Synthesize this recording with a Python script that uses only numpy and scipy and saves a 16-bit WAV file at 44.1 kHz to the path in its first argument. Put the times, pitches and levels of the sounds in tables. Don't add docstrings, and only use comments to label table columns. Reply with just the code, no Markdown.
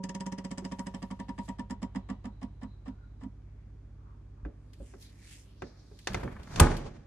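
import sys
import numpy as np
from scipy import signal
from scipy.fft import rfft, irfft, next_fast_len
from scipy.io import wavfile

SR = 44100
rng = np.random.default_rng(int(sys.argv[2]) if len(sys.argv) > 2 else 0)


def pcm_store(signal):
    levels = np.round(np.clip(np.atleast_2d(signal), -1, 1) * 32767)
    wavfile.write(sys.argv[1], SR, levels.astype(np.int16).T)


N = 311346
TIME = np.arange(N) / SR


def from_db(db):
    return 10 ** (np.asarray(db) / 20)


def rms_one(x):
    return x / np.sqrt(np.mean(x ** 2) + 1e-20)


def read(curve, times):
    return np.interp(times, *np.transpose(curve))


def at_hz(points, hz):
    f, value = np.transpose(points)
    return np.interp(np.log(hz), np.log(f), value)


def follow(law, control):
    base_db, slope_db = law
    return base_db + slope_db * control


def pan(db):
    return from_db(np.array([[db], [-db]]) / 2)


def drift(rate):
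    knots = rng.standard_normal(8000)
    return np.interp(TIME * rate, np.arange(len(knots)), knots)


def strikes(times, levels_db):
    out = np.zeros(N)
    out[np.round(np.asarray(times) * SR).astype(int)] = from_db(levels_db)
    return out


def dull(x, edge_hz, order):
    return signal.sosfilt(signal.butter(order, edge_hz, fs=SR, output="sos"), x)


def through(x, response):
    return signal.fftconvolve(np.atleast_2d(x), response, axes=1)[:, :N]


def reflections(x, wet_db, t60):
    t = TIME[:SR // 2]
    echoes = rng.standard_normal((2, len(t))) * from_db(-60 * t / t60)
    return x + from_db(wet_db) * through(x, echoes / np.sqrt(np.sum(echoes[0] ** 2)))


# pitch in Hz, dB by which left is louder than right.
LEAN = [(60, -0.5), (200, -3), (550, -5.5), (950, 5.5), (1300, 1.5), (2300, -0.5)]
def ring(x, modes, swell_s):
    t = TIME[:SR]
    tones = sum(pan(at_hz(LEAN, hz)) * from_db(db - 60 * t / t60) * np.sin(2 * np.pi * hz * t)
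                for hz, db, t60 in modes)
    return through(x, tones * (1 - np.exp(-t / swell_s)))


# pitch in Hz, dB of the side signal over the middle one.
WIDTH = [(60, -40), (200, -19), (370, -4), (670, -1.5), (1230, -6.5), (2260, -4.5), (5000, 4.5),
         (10000, -12.5)]
def noise(spectrum, size=N, t60=None, patchy_db=None):
    steady, out = 0, 0
    edges = 27 * 2 ** np.arange(0, 9.6, .5)
    white = rng.standard_normal((2, 2, size + 4000))
    for k, (low, high) in enumerate(zip(edges, edges[1:])):
        hz = np.sqrt(low * high)
        band_filter = signal.butter(2, [low, high], "band", fs=SR, output="sos")
        mid, side = signal.sosfilt(band_filter, white[k % 2])[:, -size:]
        band = (mid + from_db(at_hz(WIDTH, hz)) * side * [[1], [-1]]) * pan(at_hz(LEAN, hz))
        band = rms_one(band) * np.sqrt(high - low) * from_db(at_hz(spectrum, hz))
        if patchy_db is not None:
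            band = band * from_db(patchy_db * drift(12))
        steady = steady + band
        out = out + (band if t60 is None else band * from_db(-60 * TIME[:size] / at_hz(t60, hz)))
    return out / np.sqrt(np.mean(steady ** 2))


# time in seconds, hinge slips per second.
SWING_SPEED = [(0, 18.45), (.3, 16.94), (.45, 15.36), (.65, 14.36), (1.2, 11.1), (1.8, 8.09), (2.5, 5.05),
               (3.25, 2.05)]
MID_SPEED = 10
# time in seconds, level in dB.
GRIP = [(0, -41.5), (.33, -40), (.6, -37.5), (1.3, -36), (1.6, -34.5), (2.05, -29.5), (2.3, -36.5),
        (2.9, -38), (3.25, -40)]
def hinge(first_slip_s=.0377):
    t = TIME[TIME < SWING_SPEED[-1][0]]
    steps = np.cumsum(read(SWING_SPEED, t)) / SR
    steps -= np.interp(first_slip_s, t, steps)
    times = np.interp(np.arange(int(steps[-1]) + 1), steps, t)
    slips = times, read(SWING_SPEED, times), read(GRIP, times)
    return pin_rasp(*slips) + shudder(*slips) + bracket(*slips) + panel_and_shelf(*slips)


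def slip_noise(times, levels_db, creep_share, creep_db, fall_s):
    envelope = np.zeros(N)
    for at, db, period in zip(times, levels_db, np.gradient(times)):
        creep_s = creep_share * period
        span = slice(max(int((at - creep_s) * SR), 0), int((at + 10 * fall_s) * SR))
        t = TIME[span] - at
        burst = np.exp(-np.maximum(t, 0) / fall_s)
        envelope[span] += from_db(db) * np.where(t < 0, from_db(creep_db), burst)
    return envelope * rng.standard_normal((2, N))


def resonate(x, peaks, uneven_db=1):
    out, power = 0, 0
    faster = read(SWING_SPEED, TIME) - MID_SPEED
    for k, (hz, width_hz, db, *speed_db) in enumerate(peaks):
        drive = x * from_db(sum(speed_db) * faster + uneven_db * drift(12))
        r = np.exp(-np.pi * width_hz / SR)
        feedback = [1, -2 * r * np.cos(2 * np.pi * hz / SR), r * r]
        mid, side = signal.lfilter(np.array([1, 0, -1]) * (1 - r * r) / 2, feedback, drive + 1e-18)
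        spread = from_db(at_hz(WIDTH, hz))
        stereo = (mid + spread * side * [[1], [-1]]) / np.hypot(1, spread)
        out = out + (-1) ** k * from_db(db) * stereo
        power += from_db(db) ** 2 * np.pi * width_hz / SR
    return out / np.sqrt(power)


# pitch in Hz, width in Hz, relative level in dB.
PIN_GROAN = [(583, 876, 4.5), (1071, 640, 3.5)]
PIN_RUB = [(1380, 100, -9), (1770, 120, 1), (1950, 90, 0), (2150, 110, -5), (3050, 600, -7)]
# the same three, then dB added per slip per second above MID_SPEED.
PIN_SNAP = [(5075, 520, 1, 0.5), (5720, 650, -5.5, 0.68), (6320, 380, -3.5, 1), (7240, 154, 2, 0.1),
            (7890, 150, 4, 0.38), (10300, 2200, -15, 0)]
# dB over the grip at rest, dB added per slip per second.
GROAN_LAW = (-8.5, 0.3)
RUB_LAW = (-21.5, 1)
# time in seconds, level in dB.
SNAP_DB = [(0, -40), (.55, -40), (1.2, -48), (1.8, -39), (2.3, -49.5), (3.25, -55)]
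def pin_rasp(times, speed, grip_db, uneven_db=-1.86):
    snap_db = read(SNAP_DB, times) + uneven_db * rng.standard_normal(len(times))
    groan_db = grip_db + follow(GROAN_LAW, speed)
    rub_db = grip_db + follow(RUB_LAW, speed)
    groan = resonate(slip_noise(times, groan_db, creep_share=.073, creep_db=-3, fall_s=.024), PIN_GROAN)
    rub = resonate(slip_noise(times, rub_db, creep_share=.08, creep_db=-10, fall_s=.0099), PIN_RUB)
    snap = resonate(slip_noise(times, snap_db, creep_share=.092, creep_db=-19, fall_s=.0027), PIN_SNAP)
    low = dull(groan + rub, edge_hz=4200, order=2)
    high = dull(snap, edge_hz=11500, order=2)
    in_kitchen = reflections(low, wet_db=-15.5, t60=0.88)
    in_hollow_door = reflections(high, wet_db=-4.0, t60=0.08)
    return in_kitchen + in_hollow_door


# pitch in Hz, relative level in dB, fade time in seconds.
SHUDDER_MODES = [(253, 2.5, 0.073), (203.3, -2.5, 0.15), (279.4, -6, 0.053)]
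# dB over the grip at rest, dB added per slip per second.
SHUDDER_LAW = (3.83, -0.32)
def shudder(times, speeds, grip_db, lead_share=0.036, hold_s=0.0059, hold_share=0.053, swell_s=0.008):
    out, t = np.zeros(N), TIME[:SR // 4]
    levels_db = grip_db + follow(SHUDDER_LAW, speeds)
    for hz, mode_db, t60 in SHUDDER_MODES:
        chances = rng.uniform(-1.38, 1, (len(times), 2))
        for at, speed, db, (detune, phase) in zip(times, speeds, levels_db, chances):
            lead_s = lead_share / speed
            since_release = np.maximum(t - lead_s - hold_s - hold_share / speed, 0)
            swell = 1 - np.exp(-t / (swell_s * MID_SPEED / speed))
            fade = from_db(db + mode_db - 60 * since_release / t60)
            tone = np.sin(2 * np.pi * hz * (1 + .025 * detune) * (t - lead_s) + phase)
            start = max(round((at - lead_s) * SR), 0)
            out[start:start + len(t)] += swell * fade * tone
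    return out * from_db(1.5 * drift(110)) * pan(at_hz(LEAN, SHUDDER_MODES[0][0]))


# pitch in Hz, relative level in dB, fade time in seconds.
BRACKET_MODES = [(1143, -14.5, 0.064), (1763, -13, 0.041), (1972, -22.5, 0.081)]
def bracket(times, speed, grip_db, uneven_db=2, let_go_s=0.0036, let_go_share=0.04):
    let_go = times - let_go_s - let_go_share / speed
    out = 0
    for mode in BRACKET_MODES:
        jolt_db = grip_db + uneven_db * rng.standard_normal(len(times))
        jolts = strikes(let_go, jolt_db - 4.5) + strikes(times, jolt_db)
        out = out + ring(jolts, [mode], swell_s=0.00033)
    return out


# pitch in Hz, relative level in dB, fade time in seconds.
PANEL_MODES = [(189.9, 2.5, 0.21), (388, -12.5, 0.15), (550.3, -11, 0.17)]
SHELF_MODES = [(952.7, 1.5, 0.13)]
# dB over the grip at rest, dB added per slip per second.
PANEL_LAW = (-18, 1.444)
# time in seconds, relative level in dB.
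SHELF_DB = [(0, -48.5), (.26, -42.5), (.39, -51.5), (.6, -51.5), (.79, -42), (.93, -51.5), (1.4, -40.5),
            (1.8, -46), (1.97, -52), (3.25, -58)]
def panel_and_shelf(times, speed, grip_db):
    under_way = strikes([0], [-35.5])
    panel_jolts = under_way + strikes(times, grip_db + follow(PANEL_LAW, speed))
    shelf_jolts = under_way / 2 + strikes(times + 0.00249, read(SHELF_DB, times) + 8.5)
    return ring(panel_jolts, PANEL_MODES, swell_s=.0023) + ring(shelf_jolts, SHELF_MODES, swell_s=.0076)


# pitch in Hz, base level in dB.
HUM = [(49.3, -53), (64.3, -57), (98.6, -55.5), (136.3, -63.5)]
# time in seconds, dB added.
OPENING = [(0, -5.5), (1.8, 3.5), (4.4, 1), (5.1, -3.5), (7.06, -5)]
# pitch in Hz, relative level in dB.
AIR = [(30, -28.5), (59, -14), (250, -17), (600, -33.5), (1100, -36.5), (3200, -50.5), (6300, -53.5),
       (14300, -69)]
def compressor_and_fans(waver_rad=0.08, air_db=-60):
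    hum = 0
    for hz, db in HUM:
        phase = 2 * np.pi * (hz * TIME + rng.random()) + waver_rad * drift(20)
        hum = hum + from_db(db) * np.sqrt(2) * np.sin(phase)
    return hum * from_db(read(OPENING, TIME)) * pan(-1.1) + from_db(air_db) * noise(AIR)


def blow(spectrum, rise_s, t60, tail_db, tail_t60):
    t = TIME[:SR // 2]
    contact = (1 - np.exp(-t / rise_s)) ** 2
    fade = from_db(-60 * t / t60) + from_db(tail_db - 60 * t / tail_t60)
    return noise(spectrum, size=len(t)) * contact * fade


# start in seconds, thud strength in dB,
# hardness from 0 to 1, pitch of the hollow tone in Hz, that tone's dB over the thud strength.
KNOCKS = [(0.621, -46, 0.1, 358, 8.5), (4.45, -41.5, 0.43, 1650, 0), (4.457, -50, 0.4, 308, 18),
          (4.802, -45, 0, 549, 5.5), (4.937, -49, 0.49, 390, 6.5), (5.62, -38.5, 0.61, 382, 3.5),
          (5.914, -53, 0.26, 414, 10.5), (6.0716, -44.5, 0.9, 1780, 24.5), (6.104, -48, 0.1, 189, 17.5),
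          (6.1444, -38.5, 0.78, 2080, 18.5), (6.231, -32.5, 0.37, 414, -5), (6.247, -37.5, 0.1, 125.3, 6.5),
          (6.559, -54.5, 0.95, 2460, 20), (6.5972, -32.5, 0.87, 3400, 12)]
# pitch in Hz, relative level in dB.
THUD = [(50, -9.5), (280, -5.5), (500, -10), (900, -40.5), (5000, -100)]
CLACK = [(150, -3), (600, 7.5), (1100, -4.5), (1800, 4.5), (2800, -28.5), (14000, -77.5)]
CLICK = [(1000, -48.5), (2200, -0.5), (5000, 1.5), (12000, -23), (16000, -40)]
# dB over the thud when soft, dB added when fully hard.
CLACK_LAW = (-21, 39.9)
CLICK_LAW = (-69.5, 94)
def knocks(hollow_cycles=36):
    times, thud_db, hardness, *_ = np.transpose(KNOCKS)
    thuds = strikes(times, thud_db)
    clicks = strikes(times, thud_db + follow(CLICK_LAW, hardness))
    clacks = strikes(times, thud_db + follow(CLACK_LAW, hardness))
    out = through(thuds, blow(THUD, rise_s=0.0018, t60=0.13, tail_db=-11.0, tail_t60=0.41))
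    out += through(clicks, blow(CLICK, rise_s=.0001, t60=0.037, tail_db=-19.5, tail_t60=0.33))
    out += through(clacks, blow(CLACK, rise_s=0.00059, t60=0.055, tail_db=-24.5, tail_t60=1.0))
    for at, db, _, hz, hollow_db in KNOCKS:
        cycles, start = hz * TIME[:SR // 5], round(at * SR)
        envelope = (1 - np.exp(-cycles / 2)) * from_db(db + hollow_db - 60 * cycles / hollow_cycles)
        out[:, start:start + len(cycles)] += envelope * np.sin(2 * np.pi * cycles)
    return out


# loudest moment in seconds, level in dB, swell and fade in seconds.
SWISHES = [(1.05, -68, .5, 0.14), (4.88, -65, 0.098, 0.079), (1.46, -64, 0.045, 0.045),
           (5.025, -56, 0.012, 0.05), (5.335, -52, 0.093, 0.076), (6.11, -58, 0.14, 0.033),
           (6.57, -53.5, 0.099, 0.056)]
# pitch in Hz, relative level in dB.
SLEEVE = [(600, -43), (1200, -14), (2600, -1), (6000, -3.5), (12000, -6.5)]
def sleeve(patchy_db=4.5, grit_db=2.0):
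    strokes = sum(from_db(db) * np.exp(-np.maximum((at - TIME) / swell_s, (TIME - at) / fade_s))
                  for at, db, swell_s, fade_s in SWISHES)
    cloth = noise(SLEEVE, patchy_db=patchy_db) * from_db(grit_db * drift(620))
    return dull(cloth, edge_hz=12500, order=10) * strokes


# middle and length in seconds, pitch in Hz, level in dB,
# half width in Hz.
WHIRS = [(2.518, 1.7, 3940, -83, 151), (3.015, 0.3, 1450, -76, 49.4), (3.58, 0.3, 1950, -76.5, 398),
         (4.07, 0.36, 1090, -72.5, 188), (4.437, 0.17, 1070, -68, 235), (5.782, 0.66, 4800, -71, 980)]
def whirs(waver_db=4.0):
    out = 0
    for middle, length, hz, db, half_width in WHIRS:
        swell = np.cos(np.pi * np.clip((TIME - middle) / length, -.5, .5))
        level = from_db(db + waver_db * drift(25))
        band = signal.butter(2, [hz - half_width, hz + half_width], "band", fs=SR, output="sos")
        out = out + level * swell * rms_one(signal.sosfilt(band, rng.standard_normal((2, N))))
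    return out


# start in seconds, strength in dB.
BUMPS = [(4.431, -41), (4.453, -39), (4.8, -43.5)]
# pitch in Hz, relative level in dB, fade time in seconds.
BUMP_MODES = [(59.4, 7.5, 0.26), (113, 0, 0.12)]
def bumps():
    return ring(strikes(*np.transpose(BUMPS)), BUMP_MODES, swell_s=0.0019)


# start in seconds, strength in dB.
TICKS = [(4.733, -55.5), (5.989, -51.5), (6.133, -44), (6.234, -49.5), (6.432, -53), (6.767, -41.5)]
# pitch in Hz, relative level in dB.
TICK_COLOUR = [(1000, -35.5), (2200, 4), (9000, -9)]
def ticks():
    tick = blow(TICK_COLOUR, rise_s=0.00013, t60=0.049, tail_db=-13.5, tail_t60=0.2)
    return through(strikes(*np.transpose(TICKS)), tick)


# time in seconds, level in dB.
SLIDE_DB = [(6.05, -110), (6.1, -41.5), (6.28, -42), (6.49, -51), (6.59, -29.5), (6.7, -89)]
# pitch in Hz, relative level in dB.
SLIDE = [(30, -7), (160, -12.5), (350, -25), (1500, -31), (4800, -51.5), (13000, -56)]
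def gasket_slide(grit_db=3):
    return noise(SLIDE) * from_db(read(SLIDE_DB, TIME)) * from_db(grit_db * drift(120))


# start in seconds, level in dB.
RATTLES = [(6.082, -33), (6.146, -27.5), (6.232, -37), (6.277, -35.5), (6.365, -42.5), (6.473, -42.5),
           (6.521, -44), (6.668, -23.5), (6.714, -32.5)]
def rattles(centre_hz=1300, t60=0.04, spread_octaves=0.7, count=9):
    out, t = np.zeros((2, N)), TIME[:SR // 8]
    for at, db in RATTLES:
        offsets = np.linspace(-1, 1, count) + rng.uniform(-0.72, 1, count) / count
        pitches = centre_hz * 2 ** (spread_octaves * offsets)
        tones = sum(pan(at_hz(LEAN, hz)) * np.sin(2 * np.pi * (hz * t + rng.random())) for hz in pitches)
        envelope = from_db(db - 60 * t / t60) * (1 - np.exp(-centre_hz * t))
        start = round(at * SR)
        out[:, start:start + len(t)] += envelope * tones / np.sqrt(count)
    return out


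# pitch in Hz, relative level in dB.
CRACK = [(500, -17), (1000, 8), (1600, -8.5), (3300, -2.5), (5500, -15.5), (9000, 2), (14500, -10.5)]
SHAKE = [(40, -22), (100, -2.5), (400, -7), (1000, -11), (2800, -26), (6200, -32.5), (10000, -31),
         (16000, -50)]
# pitch in Hz, fade time in seconds.
SHAKE_T60 = [(100, 0.89), (1000, 0.54), (6000, 0.68), (12000, 0.23)]
# pitch in Hz, relative level in dB, fade time in seconds.
JAR_MODES = [(148.8, 8.9, 0.75), (248, 10, 0.45), (337, 10.5, 0.4), (450, 6.9, 0.45), (553, 4.1, 0.37),
             (842, 9, 0.43), (1028, 4.9, 0.31), (1238, 10, 0.26), (1480, 7, 0.29)]
CABINET_MODES = [(35.64, -9, 0.56), (75, -0.5, 0.16), (89, -2, 0.11), (162, -6, 0.051)]
def slam(land_s=6.6002, boom_s=6.6125, waver_db=3.5):
    latch = blow(CRACK, rise_s=.0001, t60=0.013, tail_db=-19.5, tail_t60=0.095)
    crack = through(strikes([land_s], [-5]), latch)
    shake = through(strikes([land_s], [-22.5]), noise(SHAKE, size=SR, t60=SHAKE_T60))
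    shake = dull(shake * from_db(waver_db * drift(60)), edge_hz=10800, order=8)
    jars = ring(strikes([land_s], [-36]), JAR_MODES, swell_s=0.0034)
    boom = ring(strikes([boom_s], [-8]), CABINET_MODES, swell_s=0.00052)
    return crack + shake + jars + boom


def scene():
    door = hinge() + knocks() + bumps() + ticks() + rattles() + slam()
    rubbing = sleeve() + gasket_slide()
    return door + rubbing + compressor_and_fans() + whirs()


def record(dry, right_lag_s=3.6e-5, cutoff_hz=14200):
    size = next_fast_len(N + SR)
    hz = np.arange(size // 2 + 1) * SR / size
    delay = np.exp(-2j * np.pi * hz * right_lag_s)
    right = irfft(rfft(dry[1], size) * delay, size)[:N]
    trimmed = signal.sosfilt(signal.butter(2, 28, "high", fs=SR, output="sos"), [dry[0], right])
    rounded = .8 * np.tanh(trimmed / .8)
    return signal.sosfilt(signal.ellip(8, .2, 70, cutoff_hz, fs=SR, output="sos"), rounded)


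dry = scene()
out = record(dry)
pcm_store(out)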